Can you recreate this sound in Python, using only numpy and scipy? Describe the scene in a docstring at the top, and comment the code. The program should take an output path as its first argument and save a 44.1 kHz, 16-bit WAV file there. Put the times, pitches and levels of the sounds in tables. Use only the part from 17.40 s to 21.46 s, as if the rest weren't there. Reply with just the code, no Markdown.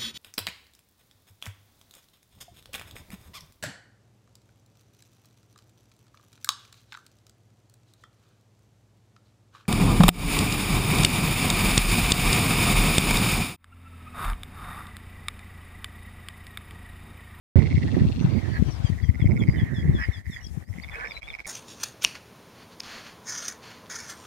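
"""Gusts, reeds and overlapping frogs open a reedy pond scene: a near frog rattles and a bank frog pulses.
From about 1 s a small bird whistles sliding notes on the left, and the first run of croaks passes.
The near frog rattles again from 1.5 s; more croaks, hoots and whistles follow as the wind eases to the end.
Frogs are pulses ringing decaying sines; hoots and birds are gliding sines; wind and reeds are flickering
noise bands, with short low-pitched blows added to the wind at each microphone port."""
import sys
import numpy as np
from scipy import signal
from scipy.io import wavfile

SR = 44100
rng = np.random.default_rng(int(sys.argv[2]) if len(sys.argv) > 2 else 0)


def put_to_file(sound):
    """Save the sound as 16-bit audio at rate SR, in the file named by the first command-line argument."""
    columns = np.atleast_2d(sound).T  # one column per channel
    safe = np.clip(columns, -1, 1)
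    whole_steps = np.round(safe * 32767)
    wavfile.write(sys.argv[1], SR, whole_steps.astype(np.int16))


N = 179222
TIME = np.arange(N) / SR
# The left port is ahead for the near, croaking and chattering frogs, behind for birds, bank frog and tick.
FROG_LEAD_S, LEFT_LAG_S = 0.000736, 0.00017


def from_db(db):
    """Decibels to amplitude."""
    return 10 ** (np.asarray(db) / 20)


def rms_one(x):
    """Scale each channel to an rms of 1."""
    return x / np.sqrt(np.mean(x ** 2, axis=-1, keepdims=True) + 1e-20)


def in_time(rows):
    """Columns joined in time, and a mask of the span."""
    s, *columns = np.transpose(rows)
    return [np.interp(TIME, s, c) for c in columns] + [(TIME > s[0]) & (TIME < s[-1])]


def drift(rate_hz):
    """Slow random curve of spread 1 per channel: white noise through a two-pole low-pass."""
    step = 20  # samples between points of the curve
    pole = np.exp(-2 * np.pi * step * rate_hz / SR)
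    white = rng.standard_normal((2, N // step + 2002))
    smooth = signal.lfilter([1], [1, -2 * pole, pole * pole], white)
    slow = rms_one(smooth[:, 2000:])  # drop the filter's settling
    return np.array([np.interp(np.arange(N) / step, np.arange(len(v)), v) for v in slow])


def place(x, pan_db, lag_s):
    """Left-right level split; the left port hears the sound lag_s later."""
    ports = np.array([np.interp(TIME - lag_s, TIME, x), x])
    return ports * from_db([[pan_db / 2], [-pan_db / 2]])


def pond_echo(x, echo_db=-20):
    """A few dull echoes off water and bank."""
    dull = signal.lfilter([.3], [1, -.7], x)
    echoes = sum(np.interp(TIME - lag_s, TIME, dull) for lag_s in (.009, .017, .026))
    return x + from_db(echo_db) * echoes


def pings(s, db, hz, t60_s, rise_s=0.00071):
    """Each pulse is a sine that swells fast and dies away."""
    t = np.arange(900) / SR
    shape = (1 - np.exp(-(t / rise_s) ** 2)) * from_db(-60 * t / t60_s)
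    sines = np.sin(2 * np.pi * np.outer(hz, t))
    waves = from_db(db)[:, None] * shape / shape.max() * sines
    first = np.clip(np.round(s * SR).astype(int), 0, N - 1)
    out = np.zeros(N + 900)
    np.add.at(out, first[:, None] + np.arange(900), waves)
    return out[:N]


def glides(notes, flutter_hz):
    """Sliding tones whose strength and phase flutter."""
    out, flutter = np.zeros(N), drift(flutter_hz)
    for s, length, start_hz, end_hz, db in notes:
        at = slice(int(s * SR), int((s + length) * SR))
        part = (TIME[at] - s) / length
        phase = 2 * np.pi * np.cumsum(start_hz + (end_hz - start_hz) * part) / SR
        voice = (1 + .5 * flutter[0, at]) * np.sin(phase) + .5 * flutter[1, at] * np.cos(phase)
        swell = np.sqrt(np.abs(np.sin(np.pi * part)))
        out[at] += from_db(db) * swell * voice
    return out


def banded_noise(spectrum, patchy_db, rate_hz):
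    """Half-octave bands of noise, unrelated in both channels, flickering both together and singly."""
    hz, level_db = np.transpose(spectrum)
    out, together = 0, drift(rate_hz)
    edges = hz[0] * 2 ** np.arange(0, np.log2(hz[-1] / hz[0]) + .01, .5)
    white = rng.standard_normal((2, 2, N))  # neighbouring bands use different noise
    for k, (low, high) in enumerate(zip(edges, np.append(edges[1:], hz[-1] + 1))):
        band_filter = signal.butter(2, [low, high], "band", fs=SR, output="sos")
        band = signal.sosfilt(band_filter, white[k % 2])
        centre_db = np.interp(np.log(low * high) / 2, np.log(hz), level_db)
        flicker = from_db(patchy_db * (together + 0.98 * drift(rate_hz)))
        out = out + from_db(centre_db) * band * flicker
    return out


# Reeds and air over time: t/s, left rush level/dB, right rush level/dB, rustle level/dB
AIR_LEVELS = [(.16, -42, -51, -56), (.35, -46.5, -61, -54), (.9, -45, -51, -56), (1.5, -47, -47.5, -57),
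              (1.66, -54.5, -56.5, -68.5), (1.96, -52.5, -71, -69), (2.2, -48.5, -53, -65.5),
              (2.41, -55.5, -58, -68.5), (2.6, -50.5, -55, -62.5), (2.86, -57, -60, -66),
              (3.05, -59, -57, -67), (3.31, -57, -57.5, -73.5), (3.61, -43.5, -51, -61),
              (3.9, -50, -54.5, -64), (4.06, -45, -50, -55.5)]
# Hiss over time: t/s, left level/dB
HISS_LEVELS = [(.16, -59.5), (.31, -74), (.5, -66.5), (1.1, -62), (3.3, -61), (4.06, -65.5)]
# Tone of the rush, the reed rustle and the hiss: f/Hz, relative level/dB per Hz
RUSH_SPECTRUM = [(150, -21), (250, -4), (949, 4), (1230, -14), (1570, 2), (1930, -1.5), (2800, -9.5),
                 (3640, -38), (6160, -120)]
RUSTLE_SPECTRUM = [(2200, -16), (3000, 1.5), (4500, 7.5), (5500, -2.5), (7000, 1), (9000, -32.5)]
HISS_SPECTRUM = [(2650, -34), (4500, -35), (5070, 1), (5840, -6.5), (7260, -8.5), (11800, -13), (14900, -8),
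                 (15600, -28)]
RUSTLE_PAN_DB, HISS_PAN_DB = 5.5, 5  # left over right
RUMBLE_DB = -50.5


def air():
    """Mid rush of air, rustle of reeds, a high hiss and a faint distant rumble, all from banded noise."""
    left_db, right_db, rustle_db, _ = in_time(AIR_LEVELS)
    hiss_db, _ = in_time(HISS_LEVELS)
    rush = rms_one(banded_noise(RUSH_SPECTRUM, patchy_db=2.5, rate_hz=11.1))
    rush = rush * from_db([left_db, right_db])
    rustle = rms_one(banded_noise(RUSTLE_SPECTRUM, patchy_db=-0.1, rate_hz=28))
    rustle = rustle * from_db([rustle_db + RUSTLE_PAN_DB / 2, rustle_db - RUSTLE_PAN_DB / 2])
    hiss = rms_one(banded_noise(HISS_SPECTRUM, patchy_db=1.5, rate_hz=7.8))
    hiss = hiss * from_db([hiss_db, hiss_db - HISS_PAN_DB])
    rumble_spectrum = [(40, 10.5), (70, 2), (160, -17.5)]  # f/Hz, relative level/dB per Hz
    rumble = rms_one(banded_noise(rumble_spectrum, patchy_db=1.0, rate_hz=3.7)) * from_db(RUMBLE_DB)
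    return rush + rustle + hiss + rumble


# Buffeting at each port, before the filters that shape it: t/s, left level/dB, right level/dB
WIND_LEVELS = [(.16, -33, -11), (.36, -25, -16), (.56, -23, -12.5), (.8, -22, -17.5), (1.0, -49, -19.5),
               (1.2, -15, -26.5), (1.36, -32, -44.5), (1.5, -24.5, -38), (1.68, -19.5, -42),
               (1.86, -34.5, -21.5), (2.0, -28.5, -18), (2.33, -31.5, -27), (2.54, -20.5, -24),
               (2.72, -37.5, -51), (2.88, -36.5, -35.5), (3.0, -45.5, -53), (3.12, -28, -49),
               (3.25, -37.5, -62), (3.3, -32.5, -45), (3.62, -46.5, -78), (4.06, -52, -72)]
# Tone of the buffeting: f/Hz, relative level/dB per Hz
BUFFET_SPECTRUM = [(15, -66), (25, -40), (59, 11), (109, 5.5), (248, -3.5), (706, -61), (1500, -48.5),
                   (1950, -63), (3300, -120)]
# Single blows of wind, before the bass cut: t/s, body level/dB, f/Hz, port (1 right, anything below left)
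WIND_BLOWS = [(0.162, -14.5, 103, 1), (0.176, -16, 105, 0), (0.259, -21, 93, 0), (0.345, -6.5, 126, 0),
              (0.358, -10.0, 92, 0), (0.377, -7.5, 146, 1), (0.547, -11.5, 124, 0), (0.569, -5.5, 248, 1),
              (0.616, -8, 93, 0), (0.621, -6, 162, 1), (0.649, -8, 144, 1), (0.72, -16, 108, 1),
              (0.812, -10, 179, 1), (0.845, -8.5, 145, 1), (0.849, -4, 126, 0), (0.872, -14.5, 145, 0),
              (0.934, -10.5, 115, 1), (1.117, -17, 158, 1), (1.225, -4, 172, 0), (1.402, -17.5, 109, 0),
              (1.447, -6.5, 99, 0), (1.5, -10, 147, 0), (1.523, -13, 87, 0), (1.635, -9, 83.5, 0),
              (1.691, -3, 97, 0), (1.698, -16, 116, 1), (1.802, -16, 129, 1), (1.799, -20, 261, 1),
              (1.824, -5, 114, 0), (1.845, -12.5, 250, 0.91), (1.858, -3, 98, 0), (1.934, -20, 96, 0),
              (1.959, -12, 178, 1), (1.972, -15, 119, 0), (2.019, -17, 120, 0), (2.089, -0.5, 128.5, 0),
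              (2.138, -22, 278, 1), (2.22, -11, 158, 1), (2.233, -5.5, 118, 0), (2.36, -20.5, 124, 1),
              (2.38, -15, 87, 0), (2.48, -13.5, 131, 1), (2.496, -5.5, 139, 0), (2.551, -17, 232, 0.97),
              (2.689, -20.5, 280, 0.96), (2.69, -8.5, 93, 0), (2.873, -19.5, 79.4, 0),
              (2.899, -21.5, 147, 1), (3.068, -30, 130, 1), (3.069, -27.5, 131, 0), (3.109, -23, 67.5, 0),
              (3.176, -14.5, 136, 0), (3.313, -27, 98, 0), (3.345, -37, 100, 0), (3.384, -27, 210, 0)]


def wind():
    """Lumpy low noise in each port, with single blows of a cycle or two and a sharper edge on top."""
    left_db, right_db, _ = in_time(WIND_LEVELS)
    out = rms_one(banded_noise(BUFFET_SPECTRUM, patchy_db=4.5, rate_hz=13.94))
    out = out * from_db([left_db, right_db])
    # finer eddies at the right port, slower ones at the left
    out[1] += 0.52 * signal.sosfilt(signal.butter(2, 220, "high", fs=SR, output="sos"), out[1])
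    out[0] += 0.73 * signal.sosfilt(signal.butter(2, 90, fs=SR, output="sos"), out[0])
    out[1] = signal.sosfilt(signal.butter(2, 70, "high", fs=SR, output="sos"), out[1])
    for s, db, hz, port in WIND_BLOWS:
        first = max(int((s - .05) * SR), 0)
        cycles = (TIME[first:int((s + .05) * SR)] - s) * hz
        body = np.exp(-(cycles / 0.65) ** 2) * np.cos(2 * np.pi * (cycles + rng.random()))
        edge = np.exp(-(cycles / 0.32) ** 2) * np.cos(2 * np.pi * (1.93 * cycles + rng.random()))
        out[int(port), first:first + len(cycles)] += from_db(db) * (body + 0.27 * edge)
    # the capsules drop deep bass
    return signal.sosfilt(signal.butter(4, 54, "high", fs=SR, output="sos"), out)


def tick():
    """One very short bright snap on the left: a 9.5 kHz sine that dies almost at once."""
    snap = pings(np.array([1.497]), np.array([-41]), [9500], t60_s=.0012, rise_s=.00004)
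    return place(snap, 14, LEFT_LAG_S)


WARBLE_DB = 2.4  # unsteadiness of the whistled notes
UPPER_SWING = 0.16  # share of the swell and fade that reaches the upper partials


def whistle(notes, multiples, rise_db, fall_db):
    """Near sines that slide from start to end pitch, swell to a peak and fade, a little unsteady."""
    out = np.zeros(N)
    for s, length, peak, start_hz, end_hz, bend, *levels_db in notes:
        at = slice(int(s * SR), int((s + length) * SR))
        t = TIME[at] - s
        slide = np.expm1(-bend * t / length) / np.expm1(-bend + 1e-9)
        turns = np.cumsum(start_hz + (end_hz - start_hz) * slide) / SR
        swing_db = np.interp(t, [0, peak, length], [-rise_db, 0, -fall_db])
        for k, db in zip(multiples, levels_db):
            share = 1 if k == 1 else UPPER_SWING
            out[at] += from_db(db + swing_db * share) * np.sin(2 * np.pi * k * turns)
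    return pond_echo(out * from_db(WARBLE_DB * drift(90)[0]), echo_db=-13.5)


# Song in three partials: t/s, length/s, peak after/s, start f/Hz, end f/Hz, bend (+ slides early, - late),
# level/dB, level/dB at 1.5 times the pitch, level/dB at twice the pitch
SONG_NOTES = [(1.085, 0.052, 0.015, 3100, 2960, 1.8, -56, -60, -77),
              (1.255, 0.089, .025, 3300, 2890, 0.95, -55, -60.5, -77),
              (1.435, 0.072, 0.025, 3471, 3050, 1.6, -48.5, -56, -60),
              (1.62, 0.072, .022, 3500, 3090, 1.4, -51.5, -65, -82),
              (1.79, 0.078, 0.037, 3750, 3070, 1.5, -50, -77, -77),
              (1.978, .075, 0.031, 3690, 3120, 1.55, -46.5, -80, -70),
              (2.16, 0.088, 0.036, 3740, 3185, 2, -46.5, -72, -80),
              (2.34, 0.084, 0.043, 3740, 3284, 3.15, -44, -60, -71),
              (2.53, .075, .034, 3780, 3240, 2.1, -45, -64, -72),
              (2.72, 0.076, 0.023, 3820, 3240, 2.3, -46.5, -59, -70),
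              (2.905, 0.087, 0.033, 3880, 3220, 2.2, -48, -59.5, -63.5)]
# Other birds' whistles: t/s, length/s, peak after/s, start f/Hz, end f/Hz, bend (as above), level/dB
WHISTLE_NOTES = [(2.15, 0.045, 0.039, 3150, 3010, 0.5, -48), (3.01, 0.023, .006, 2900, 3000, -.9, -54),
                 (3.035, 0.065, .012, 3240, 3370, 1.5, -51.5), (3.415, 0.019, 0.024, 4140, 4720, 2, -41),
                 (3.435, 0.019, 0.0044, 3910, 3270, 1.5, -45), (3.505, 0.064, 0.012, 3480, 2980, -3, -47.5),
                 (3.515, 0.08, 0.05, 2370, 2580, 1.5, -44.5), (3.68, 0.053, 0.033, 3680, 3070, -3.5, -43.5),
                 (3.732, 0.064, 0.034, 4000, 3940, 0, -41), (3.815, 0.069, .03, 3100, 3490, 2.2, -47.5),
                 (3.88, 0.043, 0.027, 3710, 2980, -3, -39.5)]
# Hoarse chirps: t/s, length/s, start f/Hz, end f/Hz, level/dB
CHIRP_NOTES = [(0.792, 0.052, 5840, 6170, -57.5), (.89, .12, 4640, 4720, -61),
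               (1.116, 0.067, 4770, 4180, -57), (1.24, 0.062, 5300, 6160, -62),
               (1.298, .03, 6000, 6100, -57), (1.303, 0.048, 5300, 5580, -54),
               (1.338, 0.045, 5400, 4670, -58), (1.447, 0.019, 7900, 7900, -61.5),
               (1.62, 0.016, 4800, 4400, -61), (1.63, 0.034, 5870, 5700, -61.5),
               (1.99, 0.0097, 7000, 7100, -57.5), (2.059, 0.044, 4820, 4400, -64),
               (2.1, 0.032, 4870, 4890, -57), (2.59, 0.072, 5550, 4840, -52),
               (3.006, 0.011, 5700, 5600, -59), (3.027, 0.018, 5690, 5640, -54.5),
               (3.042, 0.014, 5880, 5400, -49), (3.063, 0.012, 5420, 4750, -48),
               (3.24, 0.074, 4440, 5760, -66), (3.665, 0.043, 5580, 5400, -60),
               (3.705, 0.036, 5400, 4170, -56)]


def birds():
    """Sliding whistles and hoarse fluttering chirps, all to the left."""
    song = whistle(SONG_NOTES, multiples=(1, 3 / 2, 2), rise_db=21, fall_db=20)
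    others = whistle(WHISTLE_NOTES, multiples=(1,), rise_db=17.5, fall_db=20.5)
    chirps = pond_echo(glides(CHIRP_NOTES, flutter_hz=170), echo_db=-10)
    return place(song, 17, LEFT_LAG_S) + place(others, 9.0, LEFT_LAG_S) + place(chirps, 18, LEFT_LAG_S)


# Frog on the left bank, one row a group: t/s of the middle pulse, level/dB
BANK_GROUPS = [(0.187, -40.5), (0.23, -40.5), (0.267, -39.5), (0.311, -39), (0.351, -40.5), (0.385, -44.5),
               (0.427, -39), (0.473, -40.5), (0.515, -41.5), (0.557, -42), (0.597, -42.5), (0.635, -42),
               (0.679, -37.5), (0.721, -41), (0.761, -40), (0.802, -38.5), (0.85, -41), (0.899, -41.5),
               (0.935, -41.5), (0.981, -48), (1.012, -56), (1.048, -53)]
# Its resonances: f/Hz, 60 dB decay/s, relative level/dB, left over right/dB
BANK_RESONANCES = [(2760, 0.012, -2, -1.5), (3380, 0.0017, -2.5, 24), (4190, 0.013, -8, 15.5)]


def bank_frog(gap_s=.0078):
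    """Three uneven pulses a group, the middle one strongest on average, ring three resonances."""
    s, db = np.transpose(BANK_GROUPS)
    chance = rng.normal(0, 1, (len(s), 3, 3))
    times = (s[:, None] + gap_s * np.arange(-1, 2) + 0.001 * chance[..., 0]).ravel()
    levels = (db[:, None] + np.array([-3.0, 0, -2.5]) + 2.0 * chance[..., 1]).ravel()
    detune = 1 + .01 * chance[..., 2].ravel()
    out = 0
    for hz, t60_s, mode_db, pan_db in BANK_RESONANCES:
        ring = pings(times, levels + mode_db, hz * detune, t60_s, rise_s=0.0004)
        out = out + place(ring, pan_db, LEFT_LAG_S)
    return out


# Several frogs overlapping, one list a run: t/s, level/dB, sac f/Hz
CHATTER_RUNS = [
    [(.158, -41, 2070), (.19, -44.5, 2130), (.24, -46, 2140), (.27, -55, 2050), (.48, -60, 1900),
     (.64, -52, 1780)],
    [(0.86, -55, 2030), (0.924, -47, 2280), (1.0, -44, 2090)],
    [(2.12, -43.5, 1930), (2.268, -40, 1814), (2.476, -42, 1950), (2.57, -44.5, 1910)],
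    [(2.65, -39.5, 1970), (2.802, -46, 1900), (2.858, -48, 1990), (2.996, -44, 1935), (3.088, -67, 1920),
     (3.2, -62, 1740)],
]


def chatter(per_s=190, spread_db=2.0):
    """Pulses of several frogs fall at uneven gaps, each with its own strength and sac pitch."""
    out = 0
    for rows in CHATTER_RUNS:
        db, hz, _ = in_time(rows)
        chance = rng.normal(0, 1, (300, 3))
        times = rows[0][0] + np.cumsum(np.exp(.22 * chance[:, 0])) / per_s
        at = (times[times < rows[-1][0]] * SR).astype(int)
        chance = chance[:len(at)]
        levels = db[at] + spread_db * chance[:, 1]
        pitches = hz[at] + 110 * chance[:, 2]
        out = out + pings(at / SR, levels, pitches, t60_s=.013, rise_s=0.0014)
    return place(pond_echo(out), -12.0, -FROG_LEAD_S)


# Croaks, one list a run: t/s, level/dB, sac f/Hz, pulse rate f/Hz
CROAK_RUNS = [
    [(1.01, -50, 2000, 185), (1.055, -42.5, 1830, 195), (1.09, -48, 1760, 205), (1.108, -51, 1800, 215),
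     (1.135, -41.5, 1770, 224), (1.168, -36, 1760, 370), (1.2, -48, 1800, 116)],
    [(2.545, -56, 1420, 230), (2.585, -38, 1690, 290), (2.627, -30.5, 1830, 310), (2.653, -36.5, 1950, 340),
     (2.672, -58, 2070, 290)],
    [(3.51, -48, 2010, 283), (3.544, -41.5, 1750, 220), (3.584, -39.5, 1440, 232), (3.636, -33, 1620, 265),
     (3.67, -41.5, 1730, 330), (3.69, -55, 1800, 280)],
]
# Soft hoots, two between the croak runs and three lower ones under the last run:
# t/s, length/s, start f/Hz, end f/Hz, level/dB
HOOT_NOTES = [(1.77, 0.037, 1430, 1400, -52), (1.97, .03, 1430, 1400, -50), (3.553, 0.047, 443, 473, -46),
              (3.602, 0.025, 497, 480, -45.5), (3.642, 0.027, 517, 430, -44.5)]


def croaks():
    """Hoots, and uneven pulses ringing a sac of sliding pitch, with a lower throat mode and a rasp above."""
    out = glides(HOOT_NOTES, flutter_hz=30)
    for rows in CROAK_RUNS:
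        db, hz, per_s, on = in_time(rows)
        pulse_count = np.floor(np.cumsum(per_s * on) / SR)
        at = np.flatnonzero(np.diff(pulse_count))
        wobble = rng.normal(0, 1, (len(at), 3))
        times = at / SR + .00013 * wobble[:, 0]
        levels = db[at] + 2.2 * wobble[:, 1]
        sac = pings(times, levels + 6, hz[at] + 70 * wobble[:, 2], t60_s=.012, rise_s=.0007)
        throat = pings(times, levels - 5, .8 * hz[at], t60_s=.012, rise_s=.0008)
        rasp = pings(times, levels - 8.5, 1.46 * hz[at], t60_s=0.0067, rise_s=0.001)
        out += sac + throat + rasp
    return place(pond_echo(out), -4.5, -FROG_LEAD_S)


# Near frog, one row a group: t/s of the main pulse, relative level/dB, gap to the closing pulse/ms,
# second lead-in level/dB against the main pulse
RATTLE_GROUPS = [(.2054, -24.5, 14.7, -5), (.2596, -25, 11, -5), (0.3144, -25, 13, -2),
                 (0.369, -25, 10.7, -1.5), (0.426, -25.5, 6, -7), (.4859, -30, 6.8, 0.5),
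                 (0.5444, -30, 6.6, -22), (.6021, -30, 5.6, 0.5), (1.476, -35.5, 9.8, -12),
                 (1.526, -34, 5.9, -10), (1.5873, -30, 13, -5), (1.6369, -30.5, 7.6, -9),
                 (1.6898, -28.5, 9.8, -8), (1.7462, -29.5, 8.8, -9), (1.8036, -25.5, 12.5, -8),
                 (1.8616, -25, 10.7, -5), (1.9099, -25, 8.5, -12), (1.9662, -24.5, 8.5, -9),
                 (2.0264, -23, 10.3, -2), (2.0858, -23, 10.4, -1), (2.149, -25, 10.1, -2),
                 (2.2045, -26, 6.3, 1.5), (2.8573, -29, 8.2, -14), (2.9277, -31.5, 4.4, -11),
                 (2.9628, -25, 6, -17), (3.224, -39, 14.7, -8), (3.2768, -39.5, 11, -1),
                 (3.3288, -35.5, 9.8, -13), (3.385, -29, 13.4, -9), (3.4358, -27, 9.2, -15),
                 (3.4876, -28.5, 8.7, -6), (3.5458, -24, 10.3, -5), (3.5998, -24.5, 9.3, -8),
                 (3.659, -23.5, 13, 1), (3.709, -23, 9.7, -21), (3.7669, -25, 8.4, -19),
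                 (3.8206, -26, 9, -6), (3.8856, -25.5, 17, -1), (3.9402, -21, 9.7, -8),
                 (3.9939, -24, 8.6, -2), (4.0476, -21.5, 8.2, -9)]
# The sac rises in pitch as a rattle swells and sags as it ends: t/s, f/Hz
SAC_PITCH = [(.2, 2080), (.34, 2164), (.48, 1880), (.6, 1860), (1.48, 1880), (1.93, 2177), (2.03, 2176),
             (2.2, 1904), (2.95, 1936), (3.22, 1860), (3.49, 2235), (3.85, 2320), (4.05, 2225)]
LEAD_GAP_S = .0063
FIRST_DB, CLOSING_DB = -6.5, 1.5  # first lead-in against the second, closing pulse against the main one
OVERTONE_HZ, OVERTONE_DB = 5095, -31.5  # pitch when the sac is at 2200 Hz; level against the table


def near_frog():
    """Two rising lead-in pulses, the main pulse and a closing one; the overtone carries to the left."""
    s, db, close_ms, lead_db = np.transpose(RATTLE_GROUPS)
    hz = np.tile(np.interp(s, *np.transpose(SAC_PITCH)), 4)
    times = np.concatenate([s - 2.1 * LEAD_GAP_S, s - LEAD_GAP_S, s, s + close_ms / 1000])
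    levels = np.concatenate([db + lead_db + FIRST_DB, db + lead_db, db, db + CLOSING_DB])
    # the slow-rising sac starts a little early
    sac = pond_echo(pings(times - .0004, levels - 7.5, hz, t60_s=0.011, rise_s=0.0013))
    overtone_hz = OVERTONE_HZ + .5 * (hz - 2200)
    overtone = pings(times, levels + OVERTONE_DB, overtone_hz, t60_s=0.013)
    return place(sac, -10.5, -FROG_LEAD_S) + place(overtone, 19.7, -FROG_LEAD_S)


def scene():
    """All layers summed, from the air behind to the frog close by."""
    return air() + wind() + tick() + birds() + bank_frog() + chatter() + croaks() + near_frog()


# Brief dips in level: t/s, depth level/dB, half width/s (where 1/e of the depth is left)
LEVEL_DIPS = [(2.834, -13, 0.021), (3.263, -11.5, 0.022), (3.81, -17.5, 0.0096), (3.978, -11.5, 0.0092),
              (4.037, -15.5, 0.016)]
START_S, CUTOFF_HZ = .1575, 16300  # silence before the sound opens; full treble cut from here up


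def record(dry):
    """The ports have opposite polarity; the sound opens after a short silence and dips; the top is cut."""
    dips_db = sum(db * np.exp(-((TIME - s) / half) ** 2) for s, db, half in LEVEL_DIPS)
    fade_in = np.clip((TIME - START_S) / 0.00085, 0, 1)
    opened = dry * [[-1], [1]] * from_db(dips_db) * fade_in
    return signal.sosfilt(signal.cheby2(14, 70, CUTOFF_HZ, fs=SR, output="sos"), opened)


dry = scene()
out = record(dry)
put_to_file(out)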